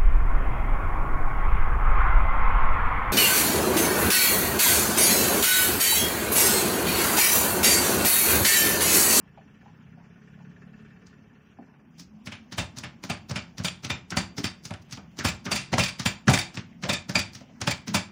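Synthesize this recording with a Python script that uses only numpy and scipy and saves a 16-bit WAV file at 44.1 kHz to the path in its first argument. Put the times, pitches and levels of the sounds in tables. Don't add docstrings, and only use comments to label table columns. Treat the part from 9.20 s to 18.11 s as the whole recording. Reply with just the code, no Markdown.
import sys
import numpy as np
from scipy import signal
from scipy.fft import rfft, irfft, next_fast_len
from scipy.io import wavfile
from scipy.ndimage import uniform_filter1d

SR = 44100
rng = np.random.default_rng(int(sys.argv[2]) if len(sys.argv) > 2 else 0)


def dump_mix(stems):
    frames = np.atleast_2d(stems).T
    limited = np.clip(frames, -1, 1)
    pcm = np.round(limited * 32767).astype(np.int16)
    wavfile.write(sys.argv[1], SR, pcm)


def natural_amplitude(level_db):
    exponent = np.asarray(level_db, float) / 20
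    return 10 ** exponent


N = 392931


def rms_one(x):
    return x / np.sqrt(np.mean(x ** 2) + 1e-20)


def in_time(rows):
    s, *columns = np.transpose(rows)
    return [np.interp(np.arange(N) / SR, s, c) for c in columns]


def at_hz(points, hz):
    points_hz, value = np.transpose(points)
    return np.interp(np.log(hz), np.log(points_hz), value)


def drift(rate_hz):
    r = np.exp(-80 * np.pi * rate_hz / SR)
    slow = signal.lfilter([1], [1, -2 * r, r * r], rng.standard_normal(N // 40 + 2002))[2000:]
    return np.interp(np.arange(N) / 40, np.arange(len(slow)), rms_one(slow))


def bands(low_hz, high_hz):
    edges = 25 * 2 ** np.arange(0, 9.6, .5)
    return [(np.sqrt(a * b), signal.butter(2, [a, b], "band", fs=SR, output="sos"))
            for a, b in zip(edges, edges[1:]) if b > low_hz and a < high_hz]


def resonate(x, modes):
    out = 0
    for k, (hz, width_hz, db) in enumerate(modes):
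        r = np.exp(-np.pi * width_hz / SR)
        gain = (-1) ** k * natural_amplitude(db) * np.sqrt((1 - r * r) / 2)
        poles = [1, -2 * r * np.cos(2 * np.pi * hz / SR), r * r]
        out = out + signal.lfilter([gain, 0, -gain], poles, x + 1e-18)
    return out


# (time [s], level [dB])
HISS_LEVEL = [(0, -55.5), (1.5, -55), (2.6, -57), (3.2, -53.5), (8.91, -52.5)]
# (frequency [Hz], density [dB per Hz])
HISS_COLOUR = [(30, -6), (85, -18), (150, -17.5), (240, -17), (320, -24), (420, -33), (700, -31),
               (1130, -35.5), (2100, -38.5), (2700, -37.5), (3400, -52), (4200, -74), (5500, -40.5),
               (6800, -60.5), (7800, -84), (16000, -40)]


def hiss():
    white = rng.standard_normal((2, N))
    out = 0
    for k, (hz, sos) in enumerate(bands(30, 16000)):
        flicker_db = 1.3 * (1 if hz > 3300 else 2) * drift(10.0)
        out = out + natural_amplitude(at_hz(HISS_COLOUR, hz) + flicker_db) * signal.sosfilt(sos, white[k % 2])
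    return natural_amplitude(in_time(HISS_LEVEL)[0] + 4) * rms_one(out)


def passing():
    return np.clip((2.8 - np.arange(N) / SR) / 0.47, 0, 1)


# (time [s], level [dB], rumble centre [Hz])
STREET = [(0.0, -48.5, 156), (0.27, -54, 165), (0.73, -45.5, 169), (0.99, -51, 198), (1.37, -44.5, 191),
          (2.29, -56.5, 187), (2.4, -57.5, 216.6), (2.63, -53.5, 187), (3.0, -57.5, 208)]
# (level [dB], rumble centre [Hz])
STREET_LATE = (-53.5, 180)


def street():
    return in_time([*STREET, (3.3, *STREET_LATE)])


# (frequency [Hz], width [Hz], level [dB])
BOOMS = [
    [(100, 30, -6), (142, 7, 0)],
    [(164, 6, 0), (179, 6, 0)],
    [(213, 7, 0), (245, 25, -6)],
]
BOOM_CENTRES_HZ = [137, 169, 201]
BOOM_LOSS_DB_PER_OCTAVE, BOOM_SWAY_DB, BOOM_NOISE_DB = 12.5, 3, -7


def rumble():
    level_db, centre_hz = street()
    out = 0
    for group, hz in zip(BOOMS, BOOM_CENTRES_HZ):
        off_octaves = abs(np.log2(centre_hz / hz))
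        db = level_db - BOOM_LOSS_DB_PER_OCTAVE * off_octaves + BOOM_SWAY_DB * drift(1.73)
        boom = resonate(rng.standard_normal(N), group)
        boom = resonate(boom, [(group[1][0], 90, 0)])
        out = out + natural_amplitude(db + BOOM_NOISE_DB * passing()) * rms_one(boom)
    return out


# (time [s], rate [firings per s])
SPEED = [(0, 14.4), (.27, 14.7), (.5, 15.8), (.7, 16.3), (.95, 17.2), (1.15, 17.7), (1.5, 17.95),
         (1.8, 18.15), (2.6, 18)]
ORDERS = [6, 8, 10, 12, 14]
# (frequency [Hz], level rel traffic [dB])
TONE_COLOUR = [(85, -13), (110, -9), (128, -8), (145, -3), (165, -2), (180, -2), (198, -9), (213, -2),
               (255, -15)]
ORDER_SWAY_DB = 2


def exhaust_tones():
    level_db = street()[0]
    per_s = in_time(SPEED)[0]
    turns = np.cumsum(per_s) / SR
    out = np.zeros(N)
    for order in ORDERS:
        db = level_db + at_hz(TONE_COLOUR, order * per_s) + ORDER_SWAY_DB * drift(2.2)
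        out += natural_amplitude(db) * passing() * np.sin(2 * np.pi * order * turns)
    return out


# (time [s], level [dB])
ENGINE_LEVEL = [(0, -70.5), (.27, -66), (.63, -68.5), (1.2, -65.5), (1.64, -63.5), (2.1, -70), (2.6, -65)]
# (frequency [Hz], width [Hz], level [dB])
EXHAUST = [(423, 30, 2), (1100, 90, -7), (1450, 170, 1), (1680, 77, 0.5), (1785, 82, 2), (2370, 82, -6),
           (2645, 65, -5)]


def exhaust_puffs():
    per_s, db = in_time(SPEED) + in_time(ENGINE_LEVEL)
    turns = np.cumsum(per_s * natural_amplitude(.2 * drift(4.2))) / SR
    strength = natural_amplitude(rng.normal(0, 2, 400))[turns.astype(int)]
    puffs = (strength * np.exp(-(turns % 1) / .35) + .2) * rng.standard_normal(N)
    return natural_amplitude(db + 6.5) * passing() * rms_one(resonate(puffs, EXHAUST))


def dull_rings(events):
    out, t = np.zeros(N + SR), np.arange(SR // 4) / SR
    for s, db, hz, t60 in events:
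        i = round(s * SR)
        mode = [(hz, .45 * hz, 0)]
        puff = (rng.standard_normal(len(t)) + 8 * (t == 0)) * natural_amplitude(-60 * t / t60)
        puff = resonate(resonate(puff, mode), mode)
        out[i:i + len(t)] += natural_amplitude(db) * puff / np.max(abs(puff))
    return out[:N]


# (time [s], peak [dB], pitch [Hz], t60 [s])
KNOCKS = [(0.175, -39, 750, 0.09), (0.43, -47.5, 650, 0.19), (0.459, -41, 805, 0.14),
          (0.774, -46, 700, 0.17), (1.17, -50, 560, 0.2), (1.199, -47, 780, 0.13), (0.18, -51, 2300, 0.15),
          (0.8, -51, 900, 0.25), (1.869, -42, 5500, 0.03), (2.387, -38.5, 700, 0.13),
          (2.47, -54, 880, 0.94), (8.212, -41.5, 580, 0.11), (8.298, -50.5, 563, 0.19)]
# (time [s], peak [dB], pitch [Hz], t60 [s])
THUDS = [
    (2.389, -31.5, 228, 0.15),
    (2.799, -41.5, 235, 0.25),
    (8.203, -38, 238, 0.18),
    (8.688, -26.5, 183, 0.29),
]


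def far_knocks():
    return dull_rings([*KNOCKS, *THUDS])


# (time [s], peak [dB], pitch [Hz], t60 [s])
CLAY_HITS = [(4.9215, -25.5, 1350, 0.26), (6.533, -14.5, 650, 0.088), (7.081, -6, 1500, 0.05),
             (7.083, -13.5, 738, 0.35), (7.697, -23, 590, 0.18), (7.648, -25, 580, 0.23),
             (6.008, -25, 1430, 0.18), (5.184, -24.5, 277, 0.15)]
# (time [s], peak [dB], pitch [Hz], t60 [s])
WOOD = [(3.381, -23, 756, 0.08), (3.639, -27, 1720, 0.09), (3.9, -21, 750, 0.09), (4.112, -29, 567, 0.09),
        (4.162, -28, 1730, 0.09), (4.399, -38, 589, 0.09), (4.446, -27, 622, 0.11),
        (4.703, -21, 1350, 0.09), (4.968, -19, 587, 0.09), (5.179, -28, 1900, 0.09),
        (5.245, -21, 1460, 0.1), (5.511, -28, 740, 0.09), (5.539, -31.5, 1530, 0.09),
        (5.775, -38, 816, 0.09), (5.999, -22, 1810, 0.13), (6.049, -18, 821, 0.09),
        (6.271, -23, 1320, 0.14), (6.316, -19.5, 1310, 0.09), (6.589, -13.5, 587, 0.072),
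        (6.856, -20, 1450, 0.09), (7.137, -15.5, 1700, 0.09), (7.373, -27, 1900, 0.09),
        (7.635, -28.5, 595, 0.09), (7.897, -25, 1650, 0.11), (7.957, -21, 614, 0.09),
        (8.414, -26.5, 818, 0.099), (8.482, -20.5, 619, 0.071), (8.674, -35, 1700, 0.09),
        (8.743, -17, 880, 0.082)]
WOOD_DB = -4.5


def clay_knocks():
    return dull_rings([*CLAY_HITS, *((s, db + WOOD_DB, hz, t60) for s, db, hz, t60 in WOOD)])


# (time [s], peak [dB], push length [s])
SLAMS = [(3.385, -19, 0.0032), (3.901, -21, 0.0029), (4.403, -22, 0.0042), (4.448, -22.5, 0.0036),
         (4.974, -13.5, 0.0026), (5.186, -31, 0.0054), (5.244, -16, 0.0024), (5.513, -25, 0.0026),
         (6.051, -22, 0.0026), (6.319, -37, 0.0046), (6.5295, -15, 0.0035), (6.538, -23, .003),
         (6.593, -22, 0.0023), (6.861, -22, 0.0032), (7.0785, -7, 0.0029), (7.094, -24, .003),
         (7.698, -26.5, 0.0022), (7.958, -19.5, 0.0034), (8.419, -26, 0.0039), (8.48, -22, 0.0029),
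         (8.748, -31, 0.0023)]
# (frequency [Hz], width [Hz], level [dB])
COUNTER = [(85, 14, -8), (116.5, 20.7, 0.5), (187.3, 22.6, -0.5), (232, 66, -2), (231, 19.5, -2),
           (339.6, 4.5, -20.5)]
SLAM_RING_DB = -9.5


def slams():
    out, t = np.zeros(N + SR), np.arange(SR // 4) / SR
    for s, db, length_s in SLAMS:
        window = np.sin(np.pi * np.minimum(t / (3 * length_s), 1)) ** 2
        swing = -np.sin(np.pi * t / length_s) * window
        ring = resonate(swing, COUNTER)
        i = round((s - 1.5 * length_s) * SR)
        out[i:i + len(t)] += natural_amplitude(db) * (swing + natural_amplitude(SLAM_RING_DB) * ring / np.max(abs(ring)))
    return out[:N]


# (time [s], peak [dB], pitch [Hz])
TICKS = [(3.073, -21, 2250), (3.083, -34, 2230), (3.1235, -25, 2410), (3.3232, -38, 1500),
         (3.3233, -24, 4100), (3.5853, -19, 6260), (3.6372, -19, 2350), (3.838, -24, 2210),
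         (4.0936, -36, 5360), (4.114, -17, 4700), (4.16, -11.5, 2480), (4.3822, -29, 5600),
         (4.4380, -20, 5000), (4.4473, -13, 2750), (4.484, -10, 3100), (4.6484, -16, 3530),
         (4.7022, -15, 2500), (4.9056, -13.5, 5460), (4.9715, -14, 4730), (5.1811, -33, 5420),
         (5.2418, -21, 2710), (5.454, -19.5, 5650), (5.5078, -22, 2470), (5.5387, -24.5, 3000),
         (5.697, -43, 1580), (5.711, -29, 5630), (5.7264, -30.5, 4770), (5.7738, -28.5, 2950),
         (5.9893, -35, 1810), (6.052, -15.5, 1770), (6.2562, -38, 2010), (6.319, -14.5, 2250),
         (6.3583, -20, 4690), (6.5285, -20.5, 1620), (6.539, -8, 2140), (6.5837, -8, 5500),
         (6.5967, -3, 2300), (6.6363, -8, 4770), (6.6634, -16, 2310), (6.688, -18, 2500),
         (6.796, -16, 5380), (6.8621, -3.5, 2430), (7.0805, -6, 2100), (7.139, -4, 2330),
         (7.1765, -4, 2250), (7.3432, -44, 5400), (7.3555, -26, 5470), (7.3732, -19, 2370),
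         (7.636, -25.5, 2020), (7.696, -25, 2230), (7.7348, -23, 2300), (7.894, -23.5, 5200),
         (7.9543, -11, 1760), (7.993, -11, 2500), (8.1496, -27, 5660), (8.4154, -10.5, 5400),
         (8.475, -17, 2220), (8.5136, -29, 2330), (8.675, -34, 5400), (8.744, -31, 1710)]
TICK_DB, TICK_T60_S, TICK_EDGE_DB = -3.5, 0.023, -5
TICK_SPREAD = .25


def ticks():
    out, t = np.zeros(N + SR), np.arange(SR // 30) / SR
    grit = rng.standard_normal((len(TICKS), len(t))) + 2.5 * (t == 0)
    edge_sos = signal.butter(2, [900, 15000], "band", fs=SR, output="sos")
    for (s, db, hz), row in zip(TICKS, grit * natural_amplitude(-60 * t / TICK_T60_S)):
        ring = rms_one(resonate(row, [(hz, TICK_SPREAD * hz, 0)]))
        edge = rms_one(signal.sosfilt(edge_sos, row))
        tick = ring + natural_amplitude(TICK_EDGE_DB) * edge
        i = round((s - .0005) * SR)
        out[i:i + len(t)] += natural_amplitude(db + TICK_DB) * tick / np.max(abs(tick))
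    return out[:N]


def grains(per_s, spread_db, smooth):
    sizes = natural_amplitude(spread_db * np.minimum(rng.exponential(1, N), 4)) * rng.choice([-1, 1], N)
    clicks = rms_one(sizes * (rng.random(N) < per_s / SR))
    return rms_one(clicks + smooth * rng.standard_normal(N))


def with_crack(grit, events, crack_db):
    clicks = np.zeros(N)
    clicks[[round(row[0] * SR) + 8 for row in events]] = natural_amplitude(crack_db)
    return grit + clicks


ZONES_HZ = [170, 750, 2600, 7000]
# (frequency [Hz], factor)
LINGER = [(80, 1.66), (250, 1.03), (1000, 1.164), (4000, 0.97), (12000, 0.6)]


def force(events, hz, rise_s, creep_db, snap_db):
    rate = SR // 8
    power, t = np.zeros(N // 8 + rate), np.arange(-rate // 90, rate // 3) / rate
    before = natural_amplitude(creep_db * 2) * np.exp(np.minimum(t, 0) / abs(rise_s)) * (t < 0)
    snap = natural_amplitude(2 * snap_db) * np.exp(-abs(t) / 0.003)
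    for s, db, low, mid, high, t60 in events:
        level_db = db + np.interp(np.log(hz), np.log(ZONES_HZ), [low, mid, 0, high])
        decay = natural_amplitude(-120 * np.maximum(t, 0) / (t60 * at_hz(LINGER, hz)))
        after = (decay + snap) * (t >= 0)
        i = round((s - 1.0 / hz) * rate) - rate // 90
        power[i:i + len(t)] += natural_amplitude(2 * level_db) * (before + after)
    return np.repeat(np.sqrt(power), 8)[:N]


def contact(events, colour, grit, **shape):
    return sum(natural_amplitude(at_hz(colour, hz)) * signal.sosfilt(sos, force(events, hz, **shape) * grit[k % 2])
               for k, (hz, sos) in enumerate(bands(50, 16000)))


# (start [s], counter boom [dB], bowl [dB], plate [dB], spoon [dB])
SEATING = [(3.05, 0, 1, -1, -8), (3.3, -2, -4.0, 1, -5.5), (3.56, -0.5, -3.0, 0, -3.5),
           (3.82, -4, 1, -6, 1.5), (4.08, 3, 1.5, -2, 0), (4.37, 2.5, 2, 3, 0.0),
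           (4.62, 1.0, -1.0, 4.5, -7.5), (4.89, -5.5, -3, -3, 2.5), (5.16, 1.5, -5, 1, -0.5),
           (5.43, 6, -0.0, 2.0, 2), (5.69, 4, 12, -2.0, 3.0), (5.96, -0.5, -0.5, -5.5, -2.5),
           (6.24, -6, -0.5, -3.0, 2.5), (6.51, -4.5, -0.0, -4.0, 2), (6.78, -1.0, 1.5, -2.5, -1.5),
           (7.06, 3, 1.0, -0.5, -1.5), (7.33, 3.5, 6.0, -9, -3.0), (7.61, -8.5, 2, 3.0, -4),
           (7.88, -1.5, 1, -4, 1), (8.12, 3.0, 3, -3.0, -3.0), (8.39, -2, -0.5, -1, -0.5),
           (8.66, -4.5, 0, -2, 1)]
# (low [Hz], high [Hz])
FAMILIES_HZ = [
    (60, 150),
    (2250, 2560),
    (3450, 3750),
    (4550, 4850),
]


def seated(x, modes):
    rows = np.array(SEATING)
    stroke = np.searchsorted(rows[:, 0] * SR, np.arange(N)).clip(1) - 1
    out = 0
    for k, mode in enumerate(modes):
        drive = x[k % len(x)]
        family = [j + 1 for j, (low, high) in enumerate(FAMILIES_HZ) if low < mode[0] < high]
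        if family:
            drive = natural_amplitude(rows[:, family[0]])[stroke] * drive
        out = out + (-1) ** k * resonate(drive, [mode])
    return out


# (time [s], peak [dB], weight rel [dB], splash rel [dB])
CRUSHES = [(3.0702, -28, -7, -22), (3.3238, -27.5, -6.5, -9.5), (3.5707, -32.5, -4, -4.5),
           (3.838, -30, -1, -4.5), (4.1093, -28.5, 1, -17), (4.3817, -30, -8, -5.5),
           (4.6458, -23, -9.5, -12), (4.9211, -21.5, -5.5, -39), (5.181, -26.5, -2, -2),
           (5.4532, -33.5, -7, -1), (5.7251, -28, -11.5, -6), (5.9899, -23, -4, -7.5),
           (6.2651, -23, -2, -46), (6.5382, -19, -7.5, -13), (6.7978, -20.5, -9.5, -8),
           (7.0827, -9.5, -2, -15), (7.3734, -23, -8, -17.5), (7.637, -19.5, -6, -14.5),
           (7.895, -26.5, -0.5, -3), (8.1524, -33, -9.5, -6.5), (8.4159, -22, -5, -12.5),
           (8.681, -26, -5.5, -8.5)]
# (time [s], peak [dB], splash rel [dB])
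TOUCHES = [(3.0597, -48, 12), (3.5858, -36.5, -1), (4.096, -32.5, -2), (4.399, -30.5, -27),
           (4.634, -36.5, -7), (4.91, -35.5, 1.5), (5.168, -51, 8), (5.437, -57, 12), (5.6997, -49, -9),
           (5.9707, -46, -1), (6.2546, -33, 1.5), (6.5299, -18, -14.5), (7.344, -38.5, -0.5),
           (7.626, -41.5, -1), (8.134, -50.5, 8), (8.208, -43, -10), (8.4068, -56, -8), (8.6742, -36, -2)]
CRUSH_CLAY_DB, CRUSH_T60_S = -12.5, 0.17
TOUCH_WEIGHT_DB, TOUCH_CLAY_DB, TOUCH_T60_S = -5, -9, 0.16


def pestle_blows():
    crushes = [(s, db, w, w + CRUSH_CLAY_DB, hi, CRUSH_T60_S) for s, db, w, hi in CRUSHES]
    touch_clay_db = TOUCH_WEIGHT_DB + TOUCH_CLAY_DB
    return crushes + [(s, db, TOUCH_WEIGHT_DB, touch_clay_db, hi, TOUCH_T60_S) for s, db, hi in TOUCHES]


# (time [s], peak [dB], weight rel [dB], clatter rel [dB])
LANDINGS = [(3.1216, -24.5, -20.5, -20.5), (3.3826, -17.5, -10, -8), (3.6382, -24, -13.5, -20),
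            (3.9, -19, -11.5, -12.5), (4.1604, -19, -13, -15.5), (4.4482, -17.5, -15, -6),
            (4.702, -18, -12.5, -13), (4.971, -15.5, -9.5, -6), (5.2425, -17.5, -16, -9.5),
            (5.509, -34, -1.5, -20), (5.5388, -36, -25, -20), (5.7756, -41, 0.5, -25),
            (6.049, -14, -8.5, -6.5), (6.317, -16.5, -8, -4), (6.5823, -17.5, -3, -13.5),
            (6.8599, -15, -11.5, -6), (7.097, -19, -5, -1.5), (7.1362, -14.5, -10, -2),
            (7.6942, -15.5, -8.5, -8), (7.9562, -15, -9, -5.5), (8.475, -13, -12.5, -13),
            (8.7462, -14.5, -9.5, -3.5)]
# (time [s], peak [dB], t60 [s])
REBOUNDS = [(6.085, -20, 0.16), (6.3586, -18.5, 0.28), (6.5926, -14, 0.28), (6.6372, -17.5, 0.27),
            (6.6851, -24.5, 0.14), (7.1887, -18, 0.23), (7.7326, -18.5, 0.18), (7.9924, -18.5, 0.19),
            (8.5118, -16.5, 0.11)]
LANDING_CLAY_DB, LANDING_T60_S = -0.5, 0.21
REBOUND_WEIGHT_DB, REBOUND_CLAY_DB, REBOUND_CLATTER_DB = -49, -20.5, -6


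def mortar_blows():
    landings = [(s, db, w, w + LANDING_CLAY_DB, hi, LANDING_T60_S) for s, db, w, hi in LANDINGS]
    return landings + [(s, db, REBOUND_WEIGHT_DB, REBOUND_CLAY_DB, REBOUND_CLATTER_DB, t60)
                       for s, db, t60 in REBOUNDS]


# (frequency [Hz], width [Hz], level [dB])
CROCKERY = [(1740, 70, -6), (2020, 80, -7), (2300, 60, -1), (2410, 55, -1), (2505, 35, -4), (2712, 60, -2),
            (3130, 80, -6), (3512, 60, -3), (3662, 60, -4), (4640, 70, -1), (4755, 70, -3), (5300, 160, -4),
            (6150, 90, -11), (7040, 90, -11), (7296, 35, -9), (9580, 90, -16)]
# (frequency [Hz], width [Hz], level [dB])
SINGERS = [(2300, 30, -6), (2410, 25, -5), (2505, 20, -6), (3512, 22, -3), (3662, 22, -3), (4640, 30, 0),
           (4755, 28, -1), (7296, 25, -5)]
SINGER_DB, SINGER_LINGER = -26, 1.77


def dishes(mortar, clatter):
    shake = force(mortar, hz=3450, rise_s=.0015, creep_db=-14.0, snap_db=-27.5)
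    shake = shake * (shake / natural_amplitude(-20)) ** .3
    chatter = [shake * grains(700, spread_db=4.5, smooth=0.5) for dish in range(3)]
    rattle = seated([natural_amplitude(3 * drift(6)) * chatter[k % 3] for k in range(7)], CROCKERY)
    longer = [(*row[:5], SINGER_LINGER * row[5]) for row in mortar]
    late = force(longer, hz=3870, rise_s=.0015, creep_db=-23.0, snap_db=-28.5)
    singers = seated([late * (late / natural_amplitude(-20)) ** .3 * clatter], SINGERS)
    return natural_amplitude(-13.0) * rattle + natural_amplitude(SINGER_DB) * singers


# (frequency [Hz], width [Hz], level [dB])
CLAY = [(585, 35.5, -1), (624, 130, -4), (920, 130, -6), (1229, 17, -10), (1353, 35, -6)]


def bodies(both):
    push = with_crack(grains(300, spread_db=4, smooth=.3), both, crack_db=35)
    thump = seated([force(both, hz=187, rise_s=0.0011, creep_db=-3.5, snap_db=-7.5) * push], COUNTER)
    knock = resonate(force(both, hz=700, rise_s=0.0035, creep_db=2, snap_db=-20.0) * push, CLAY)
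    return natural_amplitude(-8.0) * thump + natural_amplitude(-12.0) * knock


# (frequency [Hz], density [dB per Hz])
LANDING_COLOUR = [(60, 4), (120, 5), (250, 3.5), (400, -8.5), (700, -2.5), (1400, -9), (2500, -15.5),
                  (5000, -14.5), (8000, -11.5), (12000, -18.5), (15000, -8.5)]


def landing(mortar, clatter):
    return natural_amplitude(14.0) * contact(mortar, LANDING_COLOUR, clatter, rise_s=0.0017, creep_db=1.5, snap_db=0.0)


# (time [s], peak [dB], body rel [dB], treble rel [dB], t60 [s])
RUSTLES = [(1.866, -47, -22, -13, 0.23), (2.783, -56, -9, 9, 0.15), (2.796, -43, -15, 7, 0.17),
           (5.622, -55, -7, 4.5, 0.046), (8.293, -51, -10.5, -35, 0.14)]
# (frequency [Hz], density [dB per Hz])
CRUSH_COLOUR = [(60, -14), (120, -5.5), (250, 5.5), (400, -4), (700, 0.5), (1400, -5), (3000, -17.5),
                (5500, -7.5), (8000, -29), (12000, -19.5), (15000, -12.5)]


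def crush(pestle):
    crunch = [with_crack(grains(2500, spread_db=3.0, smooth=0.59), pestle, crack_db=17.5) for side in "ab"]
    rustles = [(s, db, body, body, hi, t60) for s, db, body, hi, t60 in RUSTLES]
    return natural_amplitude(14.0) * contact(pestle + rustles, CRUSH_COLOUR, crunch,
                               rise_s=0.0038, creep_db=-5.5, snap_db=-0.5)


def pounding():
    pestle, mortar = pestle_blows(), mortar_blows()
    clatter = [with_crack(grains(1500, spread_db=3, smooth=0.9), mortar, crack_db=-9.0) for side in "ab"]
    return crush(pestle) + landing(mortar, clatter) + bodies(pestle + mortar) + dishes(mortar, clatter[0])


KITCHEN_T60_S, WALL_CUT_HZ, WET_DB = 0.32, 3300, -18


def kitchen(x):
    size = next_fast_len(N + SR)
    w = 2 * np.pi * np.arange(size // 2 + 1) / size
    dull = 1 / np.sqrt(1 + (w * SR / (2 * np.pi * WALL_CUT_HZ)) ** 2) ** 0.2
    walls = 0
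    for k, lag in enumerate(rng.uniform(.011, 0.037, 8) * SR):
        loop = natural_amplitude(-60 * lag / SR / KITCHEN_T60_S) * dull * np.exp(-1j * w * round(lag))
        walls = walls + (-1) ** k * loop / (1 - loop)
    return irfft(rfft(x, size) * walls, size)[:N]


def scene():
    outside = rumble() + exhaust_tones() + exhaust_puffs()
    near = far_knocks() + clay_knocks() + slams() + ticks() + pounding()
    return (near + natural_amplitude(WET_DB) * kitchen(near) + outside + hiss())[None]


AIR_FROM_HZ = 10000
EARLY_DB, OPEN_FROM, OPEN_DB = 2, 2.3, -2.5


def hold_back(thinned, plain):
    split = signal.butter(2, AIR_FROM_HZ, "high", fs=SR, output="sos")
    air, plain_air = signal.sosfiltfilt(split, [thinned, plain])
    out = 0
    for part, true in ((thinned - air, plain - plain_air), (air, plain_air)):
        now, was = (np.sqrt(uniform_filter1d(v ** 2, size=130).clip(0) + 1e-12) for v in (part, true))
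        lasting = signal.lfilter([.003], [1, -.997], was)
        edge = np.clip(was / (lasting + 1e-9) - OPEN_FROM, 0, 1)
        held = part * np.minimum(1, natural_amplitude(EARLY_DB) * np.maximum(was, lasting) / now)
        out = out + (1 - edge) * held + edge * natural_amplitude(OPEN_DB) * true
    return out


# (frequency [Hz], gain [dB])
PORT = [(6000, 1.5), (8500, -1.5), (10300, -3), (11500, -10), (13500, -15), (14500, -11), (15600, -9.5),
        (16300, -1)]
# (frequency [Hz], level rel strongest treble line [dB])
LINE_LIMITS = [(3000, -48), (6500, -41), (8000, -30), (10500, -29), (11500, -26), (16000, -30)]
QUIET_DB, ROUNDING_DB = -100, -88
LUCK_DB, LUCK_FROM_HZ = 4, 6700


def thin_treble(x):
    hz, t, z = signal.stft(x, SR, nperseg=1536)
    z = z * natural_amplitude(at_hz(PORT, hz + 1))[:, None]
    strongest = abs(z[hz > 2000]).max(axis=0)
    limit = np.maximum(natural_amplitude(at_hz(LINE_LIMITS, hz + 1))[:, None] * strongest, natural_amplitude(QUIET_DB))
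    high = (hz > LUCK_FROM_HZ)[:, None]
    plain = signal.istft(z * high, SR, nperseg=1536)[1][:N]
    luck = rng.standard_normal((len(hz) // 2 + 1, len(t) // 4 + 1))
    luck = np.repeat(np.repeat(luck, 2, axis=0), 4, axis=1)[:len(hz), :len(t)]
    z = z * natural_amplitude(LUCK_DB * np.clip(luck, -2, 1.5) * high - 4)
    limit = np.maximum(limit, natural_amplitude(QUIET_DB + 4 - 6 * luck) * ~high)
    kept = z * ((abs(z) > limit) | (hz < 3000)[:, None])
    low, top = (signal.istft(kept * part, SR, nperseg=1536)[1][:N] for part in (~high, high))
    rounding = natural_amplitude(ROUNDING_DB - 4) * np.diff(rng.standard_normal(N + 1))
    return low + hold_back(top, natural_amplitude(-4) * plain) + rounding


def low_pass(x):
    return signal.sosfilt(signal.butter(12, 16810, fs=SR, output="sos"), x)


MIC_LOW_HZ, TOP_HZ = 65.5, 16140


def record(dry):
    x = signal.sosfilt(signal.butter(4, MIC_LOW_HZ, "high", fs=SR, output="sos"), dry[0])
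    x = thin_treble(0.91 * np.tanh(x))
    x = signal.sosfilt(signal.cheby2(10, 40, TOP_HZ, fs=SR, output="sos"), x)
    return low_pass(x[None])


dry = scene()
out = record(dry)
dump_mix(out)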